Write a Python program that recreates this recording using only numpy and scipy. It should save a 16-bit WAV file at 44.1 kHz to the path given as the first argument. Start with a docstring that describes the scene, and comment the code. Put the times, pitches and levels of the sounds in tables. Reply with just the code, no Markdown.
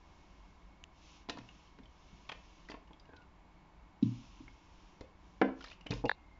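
"""A steam iron hisses over cloth in strokes, by friction, above a constant low rumble and faint whine.
Impacts excite damped modes: the plastic shell clacks and ticks, and the padded wooden board thumps
as the iron lands. Late on, the iron bangs on hard wood and judders onto its heel; two dry snaps follow.
The sound is picked up close by, on a phone, with the short reverberation of a small room."""
import sys
import numpy as np
from scipy import signal
from scipy.fft import rfft, irfft
from scipy.io import wavfile
from scipy.ndimage import uniform_filter1d

SR = 44100
rng = np.random.default_rng(int(sys.argv[2]) if len(sys.argv) > 2 else 0)


def master(y):
    """Save y as 16-bit WAV."""
    cut = np.clip(np.atleast_2d(y).T, -1, 1)
    pcm = np.round(cut * 32767)  # scale
    wavfile.write(sys.argv[1], SR, pcm.astype(np.int16))


N = 281975
TIME = np.arange(N) / SR
AGE = TIME[:SR // 2]  # time since an impact, s

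# spectra of the room tone and of cloth friction: f/Hz, relative spectral level/dB
ROOM_SPECTRUM = [(20, -8), (47, 3), (64, -2), (125, -15.5), (180, -6.5), (240, -18.5), (300, -11),
                 (450, -23), (1020, -15.5), (1300, -25), (1900, -28), (2700, -31), (4000, -36.5),
                 (7500, -45)]
CLOTH_SPECTRUM = [(500, -19), (1000, 6), (1800, -14.5), (2250, 0.5), (2700, 5.5), (3300, 3), (4700, -2.5),
                  (5500, 1.5), (7000, -5.5), (8000, -35)]
# tracks of the thin whine, the falling squeak and the fizz around the snaps: t/s, f/Hz, level/dB
WHINE_TRACK = [(0, 2192, -78.5), (6.07, 2214, -83), (6.10, 2130, -78), (6.39, 2130, -71)]
SQUEAK_TRACK = [(3.04, 1644, -80), (3.12, 1617, -67), (3.18, 1480, -65.5), (3.25, 1427, -77)]
FIZZ_TRACK = [(6.083, 3950, -52), (6.125, 4000, -61.5), (6.16, 3930, -81)]

# normal modes of each struck body: f/Hz, relative level/dB, 60 dB decay time/s
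CLICK_MODES = [(2046, -14, 0.016), (2750, 5, 0.0053), (2950, 3.5, 0.0058), (3440, -13, 0.0048),
               (6700, 8, 0.002)]
SNAP_MODES = [(547, -5.5, 0.0094), (865, 6, 0.0058), (1700, 4.5, 0.0078), (1770, 4, 0.0034),
              (3770, -4, 0.0064), (4340, -12, 0.0069)]
HEEL_MODES = [(130, -2, 0.043), (280, 13.5, 0.019), (471, 5.5, 0.056), (674, 5, 0.027), (814, 2.5, 0.042),
              (930, -18, 0.026)]
SHELL_MODES = [(296, 1, 0.056), (381, -2, 0.021), (445, 4.5, 0.028), (618, -2, 0.03), (690, 7.5, 0.016),
               (880, 4.5, 0.045), (1043, 0.5, 0.077), (1380, 7, 0.012), (1844, 1.5, 0.035),
               (2030, 2.5, 0.023), (2544, -13.5, 0.23), (3180, -10.5, 0.026), (4044, -2, 0.016),
               (5050, -25, .04)]
WOOD_MODES = [(206, -12, 0.2), (267, -10, 0.24), (326, 8, 0.036), (443, 10, 0.026), (465.4, -21, 0.13),
              (548, -12, 0.089), (750, -16.5, 0.13), (755, -1, 0.027), (1016, -14.5, 0.12),
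              (1165, -20.5, 0.033), (1554, -23.5, 0.19), (1712, 0.5, 0.025), (2070, -4, 0.027)]
BOARD_MODES = [(117.6, 1.5, 0.3), (161.8, 1.5, 0.15), (207.2, -8, 0.25), (265, 4, 0.14)]

# a small dry click: t/s, level/dB
CLICKS = [(0.8394, -47.5)]
# dry snaps: t/s, relative level/dB
SNAPS = [(6.0945, -13.5), (6.1145, -20)]
# strokes of the soleplate over the cloth: start t/s, fastest t/s, end t/s, hiss level/dB
STROKES = [(-.15, 0.154, 1.1, -74.5), (0.893, 1.118, 1.29, -63.5), (1.22, 1.523, 1.87, -69),
           (1.72, 2.178, 2.75, -70), (2.253, 2.53, 2.9, -70), (4.01, 4.044, 4.8, -65),
           (4.35, 4.803, 5.21, -71.5), (5.123, 5.29, 5.55, -75.5), (5.526, 5.64, 5.81, -66.5),
           (5.88, 5.95, 6.05, -60)]
# creaking of the handle as it is steered or tipped: start t/s, end t/s, tick rate/Hz, level/dB
CREAKS = [(1.402, 3.35, 5, -67), (5.609, 5.73, 70, -56)]
# short pitched ticks, some alone, some with a clack: t/s, level/dB, f/Hz, grit re tone/dB
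TICKS = [(1.287, -43, 690, -14), (1.371, -45.5, 950, -13), (1.488, -53.5, 2870, -23),
         (1.856, -61.5, 3100, -20), (2.291, -44, 3290, -18), (2.292, -43, 1114, -24),
         (2.318, -46, 2430, -14.5), (2.687, -48.5, 1980, -13), (2.705, -54, 4720, -18),
         (2.932, -59.5, 3350, -30), (2.997, -60, 4850, -4), (3.163, -61.5, 4070, 0), (4.026, -50, 3900, -5),
         (4.479, -52.5, 2160, -30), (5.010, -43, 472, -32.5), (5.607, -50.5, 1470, -7),
         (5.641, -46, 1720, -1.5), (5.715, -51.5, 2640, -20), (5.809, -56.5, 2870, -8.5),
         (5.865, -43.5, 2950, -35), (5.909, -42.5, 3700, -12), (5.917, -40, 2510, -25),
         (5.936, -47.5, 5040, -4), (6.054, -44.5, 2760, -7)]
# shell clacks; harder contact is brighter, a loose part lifts the middle registers:
# t/s, base level/dB, tilt per register/dB, middle lift/dB
CLACKS = [(1.287, -50, -4, 0), (1.295, -38.5, 2.5, -3), (1.301, -49, 0.5, -4), (1.384, -57.5, 1.5, 1.5),
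          (1.786, -60, -3.5, -1.5), (2.292, -59, 1, 13), (2.317, -51.5, 1.5, 4.5), (2.698, -48.5, -3.5, -4),
          (2.715, -55, -0.5, 5.5), (2.741, -57.5, -8, 5), (2.907, -72.5, -11, 5.5), (3.091, -64.5, -7, -5),
          (3.133, -68, -8.5, 7), (5.008, -52.5, -2, -5), (5.861, -56, -7, 0.5), (5.906, -39, -1.5, -12),
          (5.927, -48.5, -8, 0.5)]
# hard blow on the wood: t/s, level of the modes/dB
BANGS = [(5.4144, -19.5)]
# soft landings on the padding: t/s, level/dB, f/Hz
LANDINGS = [(1.35, -48.5, 274), (1.383, -46.5, 246), (1.797, -52, 244), (2.127, -54, 173),
            (4.025, -19, 239), (4.403, -45.5, 283), (5.902, -30.5, 132)]

# boundaries between the four registers: f/Hz
BAND_EDGES_HZ = [600, 1400, 3200]
# the shell's own balance in those registers, low to high: relative level/dB
SHELL_BALANCE_DB = [-1.1, -0.77, 1, -2.8]
TOP_HZ = 7450


def amp(db):
    """Amplitude ratio of a level in decibels."""
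    return 10 ** (np.asarray(db) / 20)


def level(x, db):
    """Normalisation to an rms level."""
    return x * amp(db) / np.sqrt(np.mean(x ** 2))


def peak(x, db):
    """Normalisation to the rms level of the loudest 4 ms."""
    power = uniform_filter1d(x ** 2, size=SR // 250, mode="constant")
    return x * amp(db) / np.sqrt(power.max())


def add(out, s, x):
    """Superposition of a sound starting at time s."""
    start = int(s * SR)
    out[start:start + len(x)] += x[:N - start]


def colour(x, points):
    """Spectral shaping by (f/Hz, level/dB) points, interpolated in log frequency."""
    hz, db = np.transpose(points)
    bins = np.maximum(np.fft.rfftfreq(len(x), 1 / SR), 1)
    return irfft(rfft(x) * amp(np.interp(np.log(bins), np.log(hz), db)), len(x))


def butter(x, hz, kind, order=2):
    """Causal filtering with a maximally flat passband."""
    return signal.sosfilt(signal.butter(order, hz, kind, fs=SR, output="sos"), x)


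def registers(x):
    """Band splitting into four registers, low to high."""
    low, mid, high = BAND_EDGES_HZ
    upper = [butter(x, band, "band", order=3) for band in ([low, mid], [mid, high], [high, TOP_HZ])]
    return [butter(x, low, "low", order=4)] + upper


def fade(t60):
    """Exponential decay, 60 dB in t60 seconds."""
    return np.exp(-np.log(1000) * AGE / t60)


def walk(rate_hz):
    """Slow random modulation: linear interpolation between Gaussian values."""
    steps = rng.standard_normal(N // 100)
    return 0.55 * np.interp(TIME * rate_hz, np.arange(len(steps)), steps)


def ring(modes, detune=0):
    """Free vibration as a sum of damped modes; the grip detunes them slightly."""
    return sum(amp(db) * fade(t60) * np.sin(2 * np.pi * hz * (1 + detune * rng.standard_normal()) * AGE)
               for hz, db, t60 in modes)


def taps(events, modes, rise_s, detune=0):
    """Impact excitation: each blow rings the same modes with a finite rise time."""
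    out = np.zeros(N)
    for s, db in events:
        add(out, s, peak(ring(modes, detune) * (1 - fade(rise_s)), db))
    return out


def wavering(track, width_hz, steady=0):
    """Narrow-band noise: a gliding carrier, randomly modulated, with an optional steady core."""
    s, hz, db = np.transpose(track)
    phase = 2 * np.pi * np.cumsum(np.interp(TIME, s, hz)) / SR
    flutter = butter(rng.standard_normal(N) + 1j * rng.standard_normal(N), width_hz / 2, "low")
    tone = np.real((steady + flutter / np.std(flutter)) * np.exp(1j * phase))
    gain = amp(np.interp(TIME, s, db, left=-np.inf, right=-np.inf))
    return level(tone, 0) * gain


def room_tone():
    """Ambient noise: rumble and rush, independently modulated in amplitude, with a thin whine."""
    air = colour(rng.standard_normal(N), ROOM_SPECTRUM)
    rumble = butter(air, 100, "low", order=1)
    rush = air - rumble
    restless = rumble * amp(1.9 * walk(11)) + rush * amp(.5 * walk(3.5))
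    return level(restless, -59.5) + wavering(WHINE_TRACK, width_hz=90, steady=1.0)


def reverberation(x, wet_db=(-9, -9, -9, -11), t60_s=(.36, .33, .3, .25)):
    """A diffuse field builds up after the direct sound and decays fastest in the treble."""
    response = 0
    for band, db, t60 in zip(registers(rng.standard_normal(len(AGE))), wet_db, t60_s):
        envelope = fade(t60) * (1 - fade(0.051)) ** 2
        response += amp(db) * band * envelope / np.sqrt(np.sum(envelope ** 2))
    return signal.fftconvolve(x, response)[:N]


def squeak():
    """A faint, noisy resonance sinks in pitch as the iron is lifted away."""
    return wavering(SQUEAK_TRACK, width_hz=125)


def click():
    """Heavy damping of high modes leaves one small click."""
    return taps(CLICKS, CLICK_MODES, rise_s=.002, detune=0.014)


def snaps():
    """Two heavily damped transients sound as dull snaps within a short fizz of band noise."""
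    pair = butter(taps(SNAPS, SNAP_MODES, rise_s=0.033), [450, 4800], "band", order=3)
    return amp(-10) * pair + wavering(FIZZ_TRACK, width_hz=620)


def tick(db, hz, grit_db):
    """Stick-slip: a plastic joint yields in rapid jerks that ring three close modes and spray grit."""
    jerks = rng.standard_normal(len(AGE)) ** 3 * fade(0.034) * (1 - fade(0.0046))
    joint = ring([(hz, 0, .019), (hz * 0.78, -5, .007), (hz * 0.95, -6, .007)], detune=0.0043)
    tone = signal.fftconvolve(jerks, joint)[:len(AGE)]
    grit = butter(jerks, [1700, 5400], "band", order=4)
    return peak(peak(tone, 0) + peak(grit, grit_db), db)


def handle_creaks(centre_hz=2930, spread_octaves=0.25, scatter_db=0.5):
    """Strain release: the handle lets go in unevenly spaced ticks of random pitch."""
    out = np.zeros(N)
    for start, end, rate, db in CREAKS:
        for s in np.arange(start, end, 1 / rate):
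            softness, pitch = np.clip(rng.standard_normal(2), -2, 2)
            hz = centre_hz * 2 ** (spread_octaves * pitch)
            onset = s + rng.random() / (2 * rate)
            add(out, onset, tick(db - scatter_db * softness, hz, grit_db=-6))
    return out


def pitched_ticks():
    """Brief resonances: ticks, chirps and gritty cracks, some alone, some ringing with a clack."""
    out = np.zeros(N)
    for s, db, hz, grit_db in TICKS:
        add(out, s, tick(db, hz, grit_db))
    return out


def cloth_friction(speed_exponent=0.78):
    """Sliding friction: threads catch and slip under the soleplate; the hiss is a power law of speed."""
    power = np.zeros(N)
    for start, fastest, end, db in STROKES:
        speed = np.sin(np.pi / 2 * np.interp(TIME, [start, fastest, end], [0, 1, 0])) ** 2
        power += (amp(db) * speed ** speed_exponent) ** 2
    grains = rng.standard_normal(N) * amp(1.3 * rng.standard_normal(N))
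    hiss = level(colour(grains, CLOTH_SPECTRUM), 0)
    return hiss * np.sqrt(power) * amp(0.6 * walk(28))


def heel_judder(start_s=6.040, first_gap_s=0.0065, slowing=1.15, first_db=-30, fall_db=0.84):
    """Repeated impact: the heel rocks on the board in blows that spread out and weaken ever faster."""
    blow = np.arange(6)
    times = start_s + first_gap_s * blow ** slowing
    levels = first_db - fall_db * blow ** 2
    return taps(zip(times, levels), HEEL_MODES, rise_s=0.012, detune=0.035)


def shell_clacks(events, chatter_db=13):
    """Impact sets the shell's modes in free vibration while loose parts chatter briefly."""
    out = np.zeros(N)
    from_middle = np.array([-1.5, -0.5, 0.5, 1.5])  # in registers
    is_middle = np.abs(from_middle) < 1
    for s, db, tilt_db, lift_db in events:
        chatter = butter(rng.standard_normal(len(AGE)), [260, 4300], "band", order=3) * fade(0.034)
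        blow = (ring(SHELL_MODES, detune=0.032) + amp(chatter_db) * chatter) * (1 - fade(0.0061))
        levels = db + np.array(SHELL_BALANCE_DB) + tilt_db * from_middle + lift_db * is_middle
        add(out, s, sum(peak(band, band_db) for band, band_db in zip(registers(blow), levels)))
    return out


def wood_bang(rattle_db=-6):
    """Hard contact excites the wood's hollow modes under a burst of rattling parts."""
    out = taps(BANGS, WOOD_MODES, rise_s=0.031)
    for s, db in BANGS:
        rattle = rng.standard_normal(len(AGE)) * fade(0.046) * (1 - fade(0.0089))
        add(out, s, peak(butter(rattle, [260, 2200], "band", order=5), db + rattle_db))
    return butter(out, 160, "high")


def cushioned_pulse(hz, tau_s):
    """A compliant contact yields a few low cycles that swell and die."""
    return (AGE / tau_s) ** 3 * np.exp(-AGE / tau_s) * np.sin(2 * np.pi * hz * AGE)


def board_thumps(hum_db=-10, settle_s=0.14, sway_at_s=5.903):
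    """Padding prolongs contact, giving a low thump; the board hums until the iron's weight damps it."""
    out = np.zeros(N)
    damping = np.exp(-(AGE / settle_s) ** 4)
    hum = peak(ring(BOARD_MODES) * (1 - fade(0.23)) * damping, hum_db)
    for s, db, hz in LANDINGS:
        thump = peak(cushioned_pulse(hz, tau_s=.0021), 0)
        add(out, s, peak(thump + hum, db))
    # the board sways once as it takes the weight of the upright iron
    add(out, sway_at_s, peak(cushioned_pulse(hz=46.2, tau_s=.021), -44.5))
    return out


def scene(jolt_db=-23, jolt_tilt_db=0, jolt_lift_db=4):
    """Superposition in one channel of all direct sound and the reverberation of iron and board."""
    bed = cloth_friction() + squeak() + room_tone()
    wood = wood_bang()
    thumps = board_thumps()
    close = click() + heel_judder() + snaps()
    # the blow on the wood jolts the shell too
    jolts = [(s, db + jolt_db, jolt_tilt_db, jolt_lift_db) for s, db in BANGS]
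    plastic = shell_clacks(CLACKS + jolts) + pitched_ticks() + handle_creaks()
    echo = reverberation(plastic + amp(0.5) * wood + amp(-0.5) * thumps)
    return (plastic + wood + thumps + close + echo + bed)[None]


def record(dry):
    """Band limiting: the phone cuts the treble steeply above TOP_HZ."""
    return signal.sosfilt(signal.ellip(10, .2, 70, TOP_HZ, fs=SR, output="sos"), dry)


dry = scene()
out = record(dry)
master(out)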